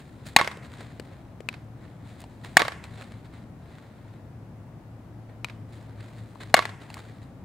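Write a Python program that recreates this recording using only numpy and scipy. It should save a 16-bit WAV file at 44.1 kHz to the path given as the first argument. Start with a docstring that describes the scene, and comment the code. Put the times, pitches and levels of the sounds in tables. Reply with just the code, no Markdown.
"""Three bat cracks overload a nearby microphone at batting practice on a dirt softball infield.
The ball pops as it flattens, the shell smacks back and the barrel rings on; each crack returns
from the dugout, the fences and far buildings. Cleats scuff grit, thud and tick on pebbles,
and a ball clacks against another twice between pitches. Distant traffic rumbles under it all,
with the wavering hum of one idling engine."""
import sys
import numpy as np
from scipy import signal
from scipy.fft import rfft, irfft
from scipy.io import wavfile

SR = 44100
rng = np.random.default_rng(int(sys.argv[2]) if len(sys.argv) > 2 else 0)


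def store_pcm(level_fs):
    """Save levels as 16-bit WAV."""
    pcm = np.round(np.clip(level_fs, -1, 1) * 32767).astype(np.int16)
    wavfile.write(sys.argv[1], SR, np.atleast_2d(pcm).T)


N = 328324

# Colour of the far traffic. Each row: frequency in Hz, relative level in dB.
TRAFFIC_SPECTRUM = [(20, -24), (42, -10), (70, -5.5), (125, -2), (160, -6), (225, -8.5), (300, -13),
                    (420, -22), (700, -24.5), (1200, -33), (2000, -39), (3200, -47), (6000, -52.5),
                    (15500, -58)]
# Fader ride on the rumble. Each row: time in seconds, level in dB before trim and drift.
RUMBLE_RIDE = [(0.0, -49.5), (3.42, -48.5), (3.87, -52), (4.23, -49.5), (7.44, -49)]
# How alike the traffic is in both ears. Each row: frequency in Hz, likeness from 0 to 1.
TRAFFIC_LIKENESS = [(60, 0.87), (130, 1), (290, 0.94), (640, 0.75), (1410, 0.49), (3100, 0.13),
                    (6820, 0.13), (15000, 0.1)]
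# Where the traffic leans. Each row: frequency in Hz, left over right in dB.
TRAFFIC_PAN = [(60, 1.6), (700, 3), (1300, 3.5), (4000, 0.5)]
# Fader ride on the idling engine. Each row: time in seconds, level in dB before drift.
HUM_RIDE = [(0.1, -62), (0.12, -55), (2.8, -50.5), (3.01, -45), (3.66, -54), (4.61, -45), (4.73, -50.5),
            (6.5, -43), (6.97, -56), (7.18, -47.5), (7.4, -58)]

# Colour of grit under a sole. Each row: frequency in Hz, relative level in dB.
GRIT_SPECTRUM = [(100, -12.5), (300, -3.5), (600, -1), (1200, -4.5), (1900, -0.5), (2900, -9), (4000, -5),
                 (5800, -20.5), (7000, -14), (9200, -16), (11900, -30), (15500, -26)]
# Footwork on every swing: draw back, cross over, twist, then three strides out of the box.
# Each row: peak in seconds after the crack, decay in seconds, level in dB, tilt in dB per octave.
SWING_SCRAPES = [(-.46, .11, -57, -.5), (-.36, .035, -54.5, 0), (-.24, .15, -65, 1),
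                 (-.04, 0.16, -57.5, -0.5), (.285, .03, -48, -1.5), (0.395, 0.079, -51.5, -1),
                 (0.449, .045, -47, -1.7), (.56, 0.12, -56.5, -1.5), (0.689, 0.017, -54, -1)]
# The crossing foot skids to a stop, once per hit.
# Each row: peak in seconds before the crack, level in dB, tilt in dB per octave.
SKIDS = [(.096, -44, 2.1), (.123, -42, -0.9), (.130, -41.5, -1.4)]
# Shuffles between swings. Each row: peak time and decay in seconds, level in dB, tilt in dB per octave.
STRAY_SCRAPES = [(1.13, 0.12, -55.5, -2.5), (1.86, 0.098, -56, -2.5), (3.368, 0.063, -54.5, -2),
                 (3.772, 0.18, -54.5, -2.5), (4.101, .1, -57.5, -3.5), (5.305, 0.041, -48.5, -5),
                 (5.761, 0.075, -57, 0.5), (5.9, 0.17, -56.5, -3.5), (6.015, 0.039, -50.5, -2.5)]
# Heels and loose balls land on dirt.
# Each row: start in seconds, thud level in dB, pitch in Hz, tick level in dB, left over right in dB.
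DIRT_THUDS = [(.572, -33, 468, -44, 1.5), (0.9978, -27, 383, -35.5, 8), (1.4048, -30, 466, -44, 8),
              (2.24, -34, 760.7, -45, 0), (6.3562, -38.5, 987, -60, 10.5), (6.902, -35, 868, -39.5, 1),
              (6.969, -32, 1058, -44, 2), (6.991, -38, 605, -48, 1)]
# Cleats strike pebbles. Each row: start in seconds, level in dB, tilt in dB per octave.
CLEAT_TICKS = [(2.204, -42, 4), (2.217, -42.5, 5), (2.8402, -35, 0), (3.022, -38, -6), (6.007, -43, -1),
               (6.9422, -34, 3.5)]

# Colour of a brittle contact. Each row: frequency in Hz, relative level in dB.
SNAP_SPECTRUM = [(100, -23.5), (500, -14), (1000, 1), (1600, 3), (2800, 5.5), (3300, -8), (4300, 1.5),
                 (5600, -13), (7800, -6), (11000, -17.5), (16000, -23.5)]
# Colour of the crack as the walls receive it. Each row: frequency in Hz, relative level in dB.
SLAP_SPECTRUM = [(60, -36), (200, -19.5), (400, -7.5), (700, 0), (1000, -0.5), (1600, 1), (2200, 0.5),
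                 (2700, -11.5), (4000, -7), (6000, -20.5), (9000, -23), (12000, -31), (16000, -32)]
# Colour of the field's diffuse tail. Each row: frequency in Hz, relative level in dB.
TAIL_SPECTRUM = [(100, -11.5), (300, -7), (800, -4.5), (1200, -1.5), (1900, -2), (2700, -5.5), (4000, -3),
                 (6000, -17.5), (9000, -21.5), (12000, -30.5), (16000, -33.5)]
# Length of that tail. Each row: frequency in Hz, seconds to fall 60 dB.
TAIL_DECAY = [(200, .6), (1000, .65), (2000, 0.73), (4000, 0.35), (8000, 0.67), (15000, .4)]

# Ball meets ball. Each row: start in seconds, level in dB, relative tick level in dB,
# pitch factor, left over right in dB.
BALL_CLACKS = [(1.4882, -17, -10, 0.95, 6.5), (5.4457, -17.5, -11.5, 0.93, 7)]
# The ball's modes. Each row: frequency in Hz, relative level in dB, seconds to fall 60 dB.
BALL_MODES = [(1100, -17.5, 0.018), (2430, -15.5, 0.03), (2680, -2.5, 0.018), (3050, -31, 0.021),
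              (4220, -8.5, 0.013)]
# Walls answering a clack. Each row: delay in seconds, relative slap and ring levels in dB,
# left over right in dB, scattered share from 0 to 1, tilt in dB per octave.
CLACK_WALLS = [(.008, -15, -23, 3, 0.92, .5), (.04, -13, -27, -6, .35, .3), (.052, -7, -13.5, -3, .9, .3)]

# Bat meets ball. Each entry: start in seconds.
CRACK_TIMES = [.3633, 2.5693, 6.5418]
# The voice of each crack. Each row: pop pitch in Hz and level in dB, smack pitch in Hz, level in dB
# and swell in seconds, clang pitch in Hz and level in dB, snap level in dB, ring level in dB,
# barrel pitch factor, send to the field in dB.
CRACKS = [(900, -1.5, 1940, 0, 0.0014, 3980, -2, -2, -1.5, .985, -1),
          (772, -1.5, 1760, 4, 0.001, 2850, -2, 0, -3.5, 1.012, -0.5),
          (705, 1.5, 1940, 7, 0.00058, 4250, -9.5, -4, -3, 1., -2.5)]
# The barrel's modes. Each row: frequency in Hz, relative level in dB, seconds to fall 60 dB.
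BARREL_MODES = [(1040, -21, 0.03), (1119.8, -9, .058), (1400, -15.5, 0.0049), (1790, -20.5, 0.028),
                (2177, -13, 0.065), (2796, -12.5, .022), (3390, -29, 0.096), (3730, -24.5, 0.067),
                (4400, -30.5, 0.032), (5160, -31, .035), (6680, -23.5, 0.05), (6900, -29.5, .033),
                (8640, -30, 0.017)]
# Dugout, fences and buildings answering a crack. Each row reads as in CLACK_WALLS.
CRACK_WALLS = [(.0075, 8, -23, 4, 0.1, 2.5), (.0243, 13.5, -19, 3, .75, 1),
               (.0310, 14, -18, -2.5, .65, -1.5), (.0365, 13, -24.5, -3.5, .75, -2.5),
               (.0494, 16.5, -5.5, -4, .28, -1), (.0555, 3.5, -26, -1.5, .9, -3),
               (.081, 5.5, -22.5, -1, 0.93, -1), (.1118, 10, -49, 0.5, .55, 0), (.150, -3, -29, -1, 1, 0.5)]


def gain_of(db):
    """Decibels to amplitude."""
    return 10 ** (np.asarray(db) / 20)


def unit_rms(x):
    """Scales to rms 1."""
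    return x / np.sqrt(np.mean(x ** 2) + 1e-20)


def at_hz(points, hz):
    """Reads a curve on a log-frequency axis."""
    point_hz, value = np.transpose(points)
    return np.interp(np.log(hz + 1), np.log(point_hz + 1), value)


def ride(curve):
    """A fader curve at every sample."""
    return np.interp(np.arange(N) / SR, *np.transpose(curve))


def panned(x, pan_db):
    """Places a sound in stereo; positive leans left."""
    return x * gain_of([[pan_db / 2], [-pan_db / 2]])


def add(mix, s, sound):
    """Mixes a sound in at s seconds."""
    part = mix[:, max(round(s * SR), 0):][:, :sound.shape[-1]]
    part += sound[..., :part.shape[1]]


def coloured(x, spectrum, tilt_db=0):
    """Gives noise a spectrum, tilted by dB per octave, at rms 1."""
    hz = np.fft.rfftfreq(x.shape[-1], 1 / SR)
    eq = gain_of(at_hz(spectrum, hz) + tilt_db * np.log2(hz + 1))
    return unit_rms(irfft(rfft(x) * eq, x.shape[-1]))


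def drift(rate_hz):
    """A smooth random wander of rms 1."""
    hz = np.fft.rfftfreq(N, 1 / SR)
    return unit_rms(irfft(rfft(rng.standard_normal(N)) / (1 + (hz / rate_hz) ** 4), N))


def ages(size=8192):
    """Seconds since the attack."""
    return np.arange(size) / SR


def traffic():
    """A bed of far traffic: low rumble, alike in both ears, under thin, wide hiss."""
    hz = np.fft.rfftfreq(N, 1 / SR)
    left, other = rfft(rng.standard_normal((2, N)))
    likeness = np.clip(at_hz(TRAFFIC_LIKENESS, hz), 0, 1)
    right = likeness * left + np.sqrt(1 - likeness ** 2) * other
    side_db = at_hz(TRAFFIC_PAN, hz) / 2
    pair = np.array([left, right]) * gain_of([side_db, -side_db])
    bed = coloured(irfft(pair, N), TRAFFIC_SPECTRUM)
    rumble = signal.sosfiltfilt(signal.butter(2, 450, fs=SR, output="sos"), bed)
    rumble_db = ride(RUMBLE_RIDE) + 4 + .55 * drift(rate_hz=5.3)
    return gain_of(rumble_db) * rumble + gain_of(-40.5) * (bed - rumble)


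def engine_hum(firing_hz=109.7, waver_hz=2.8):
    """A far engine's firing note wavers and fades in the moving air."""
    turns = np.cumsum(firing_hz + waver_hz * drift(rate_hz=7.5)) / SR
    level_db = ride(HUM_RIDE) + 2.5 * drift(rate_hz=7)
    return panned(gain_of(level_db) * np.sqrt(2) * np.sin(2 * np.pi * turns), pan_db=2)


def add_scrape(mix, s, rise_s, fall_s, db, tilt_db, coarse_per_s=420, coarse_db=14):
    """A sliding sole shears off grit, peaking at time s: a hiss of fine grains with a few coarse ones."""
    start = max(s - .3, 0)
    t = start + ages(size=32768) - s
    sizes = gain_of(coarse_db) * np.minimum(rng.exponential(1, len(t)), 2)
    coarse = sizes * (rng.random(len(t)) < coarse_per_s / SR)
    grains = rng.standard_normal((3, len(t))) * (1 + coarse)  # centre, left, right
    grit = coloured(grains[0] + .5 * grains[1:], GRIT_SPECTRUM, tilt_db)
    envelope = np.exp(-np.where(t < 0, (t / rise_s) ** 2, t / fall_s))
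    add(mix, start, gain_of(db) * grit * envelope)


def scuffs(rise_share=.79, clump_db=2):
    """The batter's feet scrape around each swing and shuffle in between; the dirt gives way in clumps."""
    out = np.zeros((2, N))
    clumps = gain_of(clump_db * drift(rate_hz=90))
    for crack_s, (lead_s, db, tilt_db) in zip(CRACK_TIMES, SKIDS):
        add_scrape(out, crack_s - lead_s, rise_s=.0095, fall_s=.03, db=db, tilt_db=tilt_db)
    swings = [(s + after_s, *stroke) for s in CRACK_TIMES for after_s, *stroke in SWING_SCRAPES]
    for s, fall_s, db, tilt_db in swings + STRAY_SCRAPES:
        add_scrape(out, s, rise_share * fall_s, fall_s, db, tilt_db)
    return panned(out * clumps, pan_db=-.04)


def pop(hz, swell_s):
    """A few cycles that swell while two bodies press together and die as they part."""
    press = ages() / swell_s
    return (press * np.exp(1 - press)) ** 2 * np.sin(2 * np.pi * hz * ages())


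def snap(fall_s, tilt_db=0):
    """A sharp burst of contact noise."""
    t = ages()
    return coloured(rng.standard_normal(len(t)), SNAP_SPECTRUM, tilt_db) * np.exp(-t / fall_s)


def thuds_and_ticks():
    """Heels and loose balls thud in the dirt, and cleats tick on pebbles."""
    out = np.zeros((2, N))
    for s, thud_db, hz, tick_db, pan_db in DIRT_THUDS:
        thud = gain_of(thud_db) * pop(hz, swell_s=.0012) + gain_of(tick_db) * snap(fall_s=.0028)
        add(out, s, panned(thud, pan_db))
    for s, db, tilt_db in CLEAT_TICKS:
        add(out, s, panned(gain_of(db) * snap(fall_s=.0024, tilt_db=tilt_db), pan_db=-.5))
    return out


def field_tail(bloom_s=.023):
    """Trees, fences and houses scatter a hit from all sides into a smooth tail that takes time to bloom."""
    centre, *sides = rng.standard_normal((3, SR + SR // 2))
    wash = coloured(centre + .5 * np.array(sides), TAIL_SPECTRUM)
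    hz, t, bands = signal.stft(wash, SR, nperseg=256)
    decay = gain_of(-60 * t / at_hz(TAIL_DECAY, hz)[:, None])
    tail = signal.istft(bands * decay, SR, nperseg=256)[1]
    bloom = 1 - np.exp(-(ages(size=tail.shape[1]) / bloom_s) ** 2)
    return tail * bloom


def slap(tilt_db, spread_s=.0014, lag_points=16):
    """A broad pressure pulse whose frequencies arrive up to spread_s apart."""
    size = len(ages())
    hz = abs(np.fft.fftfreq(size, 1 / SR))
    eq = gain_of(at_hz(SLAP_SPECTRUM, hz) + tilt_db * np.log2((hz + 50) / 1500))
    pulse = np.exp(np.conj(signal.hilbert(np.log(eq))))[:size // 2 + 1]  # minimum phase: a clean attack
    band_position = np.sqrt(np.arange(len(pulse)) / len(pulse))
    lag_s = spread_s * np.interp(band_position, np.linspace(0, 1, lag_points), rng.random(lag_points))
    lag_turns = np.cumsum(lag_s) * SR / size
    return irfft(pulse * np.exp(-2j * np.pi * lag_turns))[:size // 2]


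def add_echoes(mix, s, slap_send_db, tone, walls, smear_s=.007):
    """Each wall returns a slap, smeared by its posts and mesh, and a dulled copy of the ring."""
    t = ages(size=2048)
    dull_tone = signal.lfilter(*signal.butter(1, 1900, fs=SR), tone)
    for delay_s, slap_db, ring_db, pan_db, scattered, tilt_db in walls:
        centre, *sides = rng.standard_normal((3, len(t))) * np.exp(-t / (smear_s * scattered))
        wall = centre + 1.4 * np.array(sides)
        wall *= np.sqrt(scattered) / np.linalg.norm(wall, axis=1, keepdims=True)
        wall[:, 0] += np.sqrt(1 - scattered)  # the rest bounces back clean
        pulse = gain_of(slap_send_db + slap_db) * slap(tilt_db)
        add(mix, s + delay_s, panned(signal.fftconvolve(wall, pulse[None], axes=1), pan_db))
        add(mix, s + delay_s, panned(gain_of(ring_db) * dull_tone, pan_db))


def ring(modes, tuning):
    """Damped modes set off together by one blow."""
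    t = ages()
    return sum(gain_of(db - 60 * t / t60) * np.sin(2 * np.pi * hz * tuning * t) for hz, db, t60 in modes)


def ball_clacks():
    """A hard ball knocks against another: a tick, a short ring and the field's answer."""
    out = np.zeros((2, N))
    for s, db, tick_db, tuning, pan_db in BALL_CLACKS:
        tick = gain_of(db + tick_db) * snap(fall_s=.0022, tilt_db=1)
        tone = gain_of(db) * ring(BALL_MODES, tuning)
        add(out, s, panned(tick + tone, pan_db))
        add_echoes(out, s, db + 15.5, tone, CLACK_WALLS)
        add(out, s, gain_of(db - 34) * field_tail())
    return out


def bat_cracks():
    """The ball flattens with a pop, the shell smacks back and clangs, and the barrel rings on."""
    out = np.zeros((2, N))
    for s, crack in zip(CRACK_TIMES, CRACKS):
        (pop_hz, pop_db, smack_hz, smack_db, smack_s, clang_hz, clang_db,
         snap_db, ring_db, tuning, send_db) = crack
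        push = gain_of(-11) * pop(hz=198, swell_s=.0014)  # air squeezed from between ball and bat
        ball = gain_of(pop_db) * pop(pop_hz, swell_s=.0016)
        smack = gain_of(smack_db) * pop(smack_hz, smack_s)
        clang = gain_of(clang_db) * pop(clang_hz, swell_s=.0012)
        barrel = gain_of(ring_db) * ring(BARREL_MODES, tuning)
        # the dirt scatters a duller snap, differently to each ear
        ground = np.array([snap(fall_s=.0045, tilt_db=-1.5) for ear in range(2)])
        contact = gain_of(snap_db) * (snap(fall_s=.003) + gain_of(-11.5) * ground)
        add(out, s, panned(ball + barrel - push, pan_db=1.5))
        add(out, s, panned(smack + clang, pan_db=3))
        add(out, s, panned(contact, pan_db=-2))
        add(out, s, panned(gain_of(12) * slap(tilt_db=3, spread_s=.0007), pan_db=-1))
        add_echoes(out, s, send_db, barrel, CRACK_WALLS)
        tail = gain_of(send_db - 29) * field_tail()
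        # the barrel's notes linger in the scatter
        afterring = signal.fftconvolve(tail, (barrel / np.linalg.norm(barrel))[None], axes=1)
        add(out, s, tail)
        add(out, s, gain_of(-17) * afterring)
    return out


def scene():
    """Bat, balls and feet in the open field, over the distant town."""
    return bat_cracks() + ball_clacks() + thuds_and_ticks() + scuffs() + traffic() + engine_hum()


def record(dry, low_cut_hz=42, high_cut_hz=15800):
    """The input clips on each crack, a coupling capacitor thins the sub bass, a low-pass trims the top."""
    clipped = np.clip(dry, -1, 1)
    thinned = signal.lfilter(*signal.butter(1, low_cut_hz, "highpass", fs=SR), clipped)
    high_cut = signal.firwin(255, high_cut_hz, window=("kaiser", 8), fs=SR)
    return signal.oaconvolve(thinned, high_cut[None], "same")


dry = scene()
out = record(dry)
store_pcm(out)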